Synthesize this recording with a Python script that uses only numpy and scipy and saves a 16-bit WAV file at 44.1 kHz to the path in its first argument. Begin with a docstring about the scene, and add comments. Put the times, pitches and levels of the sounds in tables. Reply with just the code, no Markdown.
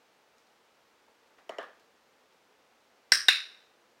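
"""A quiet, furnished living room where a dog is trained. Paws shuffle on the carpet, claws tick,
and a hollow thing is knocked twice, dully. Then a clicker snaps close by: its steel tongue buckles
and springs back with a different ring, shaking the plastic case each time.
The room answers each blow over a low, even hiss."""
import sys
import numpy as np
from scipy import signal
from scipy.fft import rfft, irfft
from scipy.io import wavfile
from scipy.ndimage import uniform_filter1d, minimum_filter1d

SR = 44100
rng = np.random.default_rng(int(sys.argv[2]) if len(sys.argv) > 2 else 0)


def dump(signal):
    """Clip the signal to [-1, 1] and save it as 16-bit WAV at the path in sys.argv[1]."""
    limited = np.clip(np.atleast_2d(signal).T, -1, 1)
    pcm = np.round(limited * 32767).astype(np.int16)
    wavfile.write(sys.argv[1], SR, pcm)


N = 176400

# Clicker snaps. Each: start in seconds, then ring, crack, thump and room levels in dB.
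PRESS_SNAP = (3.1197, -3, -20.5, -24, -21)
RELEASE_SNAP = (3.2838, -1.5, -20.5, -21.5, -18.6)
# Modes of the tongue (bent, relaxed), of hand and case (thump), and of the knocked thing.
# Each row: frequency in Hz, level in dB, T60 in seconds, rise in seconds.
BENT_TONGUE_MODES = [(2300, -14, .014, .001), (2850, -14, .014, .001), (3300, -16, .014, .001),
                     (4050, -7, .018, .001), (4800, -3, .02, .001), (5380, -.7, .02, .001),
                     (5620, -6, .02, .001), (8300, -20, .016, .001), (8850, -20, .016, .001),
                     (11000, -21, .012, .001)]
RELAXED_TONGUE_MODES = [(2400, -9, .016, .002), (2790, -5, .018, .003), (3740, 1, .022, .0002),
                        (4040, -3.5, .02, .0003), (4830, -8.5, .016, .001), (5320, -15, .018, .001),
                        (5640, -15, .018, .001), (6300, -20, .016, .001), (7450, -24, .016, .001),
                        (9030, -24, .016, .001), (3727, -32, .5, .003), (3835, -31, .45, .003)]
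PRESS_THUMP_MODES = [(130, -27, .04, .002), (350, 1, .02, .002), (510, -5, .02, .002), (700, 2, .018, .002),
                     (1130, 2, .016, .002)]
RELEASE_THUMP_MODES = [(130, -27, .04, .002), (360, -1, .02, .002), (470, -9, .02, .002),
                       (750, 5, .018, .002), (1040, 6, .018, .002)]
HOLLOW_MODES = [(310, -15, .05, .004), (425, -4, .05, .004), (560, -4, .04, .003), (662, 1, .05, .003),
                (942, -11, .025, .001), (1170, -10, .03, .001), (1930, -13, .02, .0005),
                (2790, -12, .02, .0005), (3030, -10, .025, .0005), (4600, -22, .02, .0005),
                (5460, -21, .02, .0005), (6820, -27, .03, .0005)]
# Plastic case modes. Each row: frequency in Hz, level in dB, peak time in seconds.
PLASTIC_MODES = [(1550, -13, .004), (1770, -14, .004), (2010, -15.5, .0043)]
# Echoes off near surfaces. Each row: delay in seconds, level in dB.
SURFACE_ECHOES = [(.0036, -8), (.0068, -13.5)]
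# Knocks. Each row: start in seconds, ring and contact in dB, contact tilt in dB/octave, room in dB.
KNOCK_HITS = [(1.4932, -28.8, -43.5, .7, -43.3), (1.5842, -26.7, -42.5, -.9, -38.3)]
# Claws and small things. Each row: start in seconds, level in dB, centre in Hz.
CLAW_TICKS = [(.382, -61, 5500), (.469, -66, 5000), (1.384, -53, 2000), (1.614, -55, 3500),
              (1.629, -49, 2800), (1.797, -61, 4600), (2.325, -67, 4000)]
# Paws on carpet. Each row: start in seconds, level in dB.
PAW_STEPS = [(.43, -73), (.82, -71), (1.076, -59.5), (1.303, -63), (1.382, -57), (2.505, -64.5)]
# Noise spectra. Each row: frequency in Hz, relative level in dB.
CRACK_SPECTRUM = [(60, -15), (200, -13), (600, -1), (1500, 0), (3200, 1.5), (6000, 0), (10000, -4),
                  (13000, -11), (15500, -11)]
CONTACT_SPECTRUM = [(40, -40), (150, -14), (400, 0), (3000, -1), (4500, -8), (7000, -13), (15000, -27)]
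PAW_SPECTRUM = [(100, -22), (350, -7), (720, 0), (1050, -3), (1500, -12), (4000, -24), (15000, -45)]
HISS_SPECTRUM = [(15, -65), (25, -35), (64, -17), (93, -20), (113, -16), (156, -15), (227, -7), (313, -8),
                 (340, -5), (378, -6), (457, -1), (631, -5), (895, -5), (997, -7), (1270, -7), (2920, -13),
                 (5880, -19), (10400, -29), (15500, -30)]
# Spectra sent into the room, one per snap or knock. Each row: frequency in Hz, relative level in dB.
PRESS_ROOM_SPECTRUM = [(20, -29), (200, -33), (900, -31), (1150, -17), (1370, -13), (1550, -3), (1850, -3),
                       (2000, -9), (2450, -13), (3400, -14), (3680, -20), (3900, -7), (4450, -13),
                       (5000, -2), (5680, 1), (5900, -14), (6200, -15), (6700, -23), (7900, -20),
                       (8300, -12), (9000, -14), (9300, -23), (9950, -20), (10400, -25), (11300, -22),
                       (11800, -29), (15500, -32)]
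RELEASE_ROOM_SPECTRUM = [(20, -33), (200, -38), (750, -32), (1100, -21), (1350, -16), (1550, -7),
                         (2300, -8), (2700, -3), (3050, -11), (3250, -22), (3560, -2), (3780, 1),
                         (4120, -5), (4450, -15), (4750, -12), (5650, -12), (6100, -28), (6500, -25),
                         (7450, -25), (8050, -32), (8950, -20), (9500, -29), (10200, -27), (11800, -35),
                         (15500, -38)]
KNOCK_ROOM_SPECTRA = [
    [(30, -50), (130, -24), (300, -6), (680, 0), (900, -6), (1200, 1), (1620, -10), (1950, -2), (2400, -15),
     (2750, -23), (3030, -16), (3600, -26), (4200, -21), (4800, -28), (5400, -24), (6200, -33), (6800, -26),
     (8000, -38), (15000, -47)],
    [(30, -55), (130, -27), (300, -11), (620, 1), (880, -7), (1220, 0), (1380, -5), (1750, 0), (2200, -17),
     (2480, -19), (2750, -13), (3200, -16), (4000, -27), (5600, -30), (8000, -42), (15000, -55)],
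]
# Early room decay. Each row: frequency in Hz, T60 in seconds.
ROOM_DECAY = [(100, .38), (400, .35), (1000, .36), (1800, .35), (2700, .32), (3800, .335), (5500, .335),
              (7000, .28), (8800, .29), (15000, .25)]


def clicker(strain_lead_s=.0018, strain_db=-46):
    """Each snap cracks, rings the tongue and thumps the case; near surfaces and the room reflect it."""
    out = np.zeros(N)
    snaps = [(PRESS_SNAP, BENT_TONGUE_MODES, PRESS_THUMP_MODES, PRESS_ROOM_SPECTRUM),
             (RELEASE_SNAP, RELAXED_TONGUE_MODES, RELEASE_THUMP_MODES, RELEASE_ROOM_SPECTRUM)]
    for (start_s, ring_db, crack_db, thump_db, room_db), tongue_modes, thump_modes, spectrum in snaps:
        tongue = amp(ring_db) * ring(tongue_modes)
        crack = amp(crack_db) * noise(CRACK_SPECTRUM) * fade(t60_s=.035)
        case = amp(ring_db) * case_swing()
        thump = amp(thump_db) * ring(thump_modes)
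        add(out, start_s, tongue + crack + case + thump + amp(room_db) * room(spectrum))
        for delay_s, echo_db in SURFACE_ECHOES:
            add(out, start_s + delay_s, amp(echo_db) * tongue)
    strain_tick = amp(strain_db) * noise(CRACK_SPECTRUM) * fade(t60_s=.012)
    add(out, PRESS_SNAP[0] - strain_lead_s, strain_tick)  # just before the tongue buckles
    return out


def case_swing():
    """Driven by the tongue, the case swings up in a few milliseconds and soon stops."""
    t = one_second()
    out = np.zeros(SR)
    for hz, db, peak_s in PLASTIC_MODES:
        envelope = (t / peak_s * np.exp(1 - t / peak_s)) ** 2
        out += amp(db) * envelope * np.sin(2 * np.pi * hz * (t - peak_s))
    return out


def knocks(low_cut_hz=205):
    """A bumped hollow thing: short contact, damped modes, with the low bass filtered out."""
    out = np.zeros(N)
    for (start_s, ring_db, contact_db, tilt, room_db), spectrum in zip(KNOCK_HITS, KNOCK_ROOM_SPECTRA):
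        contact = amp(contact_db) * noise(CONTACT_SPECTRUM, tilt_db_per_oct=tilt) * fade(t60_s=.025)
        body = amp(ring_db) * ring(HOLLOW_MODES)
        add(out, start_s, body + contact + amp(room_db) * room(spectrum))
    return signal.sosfilt(signal.butter(2, low_cut_hz, "high", fs=SR, output="sos"), out)


def ticks(room_db=-12):
    """Claws and small hard things tap: brief peaked noise plus reflections."""
    out = np.zeros(N)
    for start_s, db, hz in CLAW_TICKS:
        spectrum = [(hz / 20, -25), (hz / 5, -9), (hz / 2, -9), (hz, 0), (hz * 2, -18), (hz * 10, -45)]
        tap = noise(spectrum) * fade(t60_s=.02)
        add(out, start_s, amp(db) * (tap + amp(room_db) * room(spectrum)))
    return out


def paw_steps():
    """Paws land on carpet: muffled noise with a soft onset."""
    out = np.zeros(N)
    for start_s, db in PAW_STEPS:
        add(out, start_s, amp(db) * noise(PAW_SPECTRUM) * swell(rise_s=.005) * fade(t60_s=.17))
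    return out


def room(spectrum, late_db=-15, late_stretch=1.85, flutter_db=1.8, delay_s=.001):
    """Dense, uneven reflections of one blow. Each band dies at its own rate, fast, then slower."""
    hz, t, bands = signal.stft(noise(spectrum), SR, nperseg=256)
    fall_db = -60 * t / log_interp(ROOM_DECAY, hz)[:, None]
    decay = np.hypot(amp(fall_db), amp(late_db + fall_db / late_stretch))
    tail = signal.istft(bands * decay, SR, nperseg=256)[1][:SR]
    knots = rng.standard_normal(400)
    flutter = amp(flutter_db * np.interp(one_second(), np.linspace(0, 1, len(knots)), knots))
    reflections = tail * flutter * swell(rise_s=.002)
    return np.pad(reflections, (round(delay_s * SR), 0))[:SR]


def hiss(rms_db=-66.1):
    """Steady room noise."""
    return amp(rms_db) * noise(HISS_SPECTRUM, size=N)


def ring(modes):
    """Damped modes struck together; neighbours swing opposite ways."""
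    t = one_second()
    return sum((-1) ** k * amp(db) * fade(t60_s) * swell(rise_s) * np.sin(2 * np.pi * hz * t)
               for k, (hz, db, t60_s, rise_s) in enumerate(modes))


def noise(spectrum, size=SR, tilt_db_per_oct=0):
    """Shaped noise, RMS 1."""
    hz = np.fft.rfftfreq(size, 1 / SR)
    gain = amp(log_interp(spectrum, hz) + tilt_db_per_oct * np.log2(hz + 1))
    shaped = irfft(rfft(rng.standard_normal(size)) * gain, size)
    return shaped / shaped.std()


def log_interp(points, hz):
    points_hz, values = np.transpose(points)
    return np.interp(np.log(hz + 1), np.log(points_hz + 1), values)


def fade(t60_s):
    return np.exp(-np.log(1000) * one_second() / t60_s)


def swell(rise_s):
    return 1 - np.exp(-one_second() / rise_s)


def one_second():
    return np.arange(SR) / SR


def amp(db):
    return 10 ** (np.asarray(db) / 20)


def add(out, start_s, sound):
    part = out[round(start_s * SR):][:len(sound)]
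    part += sound[:len(part)]


def scene():
    """Mono sum of all sources."""
    return (clicker() + knocks() + ticks() + paw_steps() + hiss())[None]


def record(dry, ceiling=.64, hold_s=.0015, top_hz=15900):
    """Fast peak limiter, then a steep low-pass."""
    hold_samples = int(hold_s * SR)
    needed_gain = ceiling / np.maximum(np.abs(dry), ceiling)
    gain = uniform_filter1d(minimum_filter1d(needed_gain, hold_samples), hold_samples)
    return signal.sosfilt(signal.ellip(12, .1, 80, top_hz, fs=SR, output="sos"), dry * gain)


dry = scene()
out = record(dry)
dump(out)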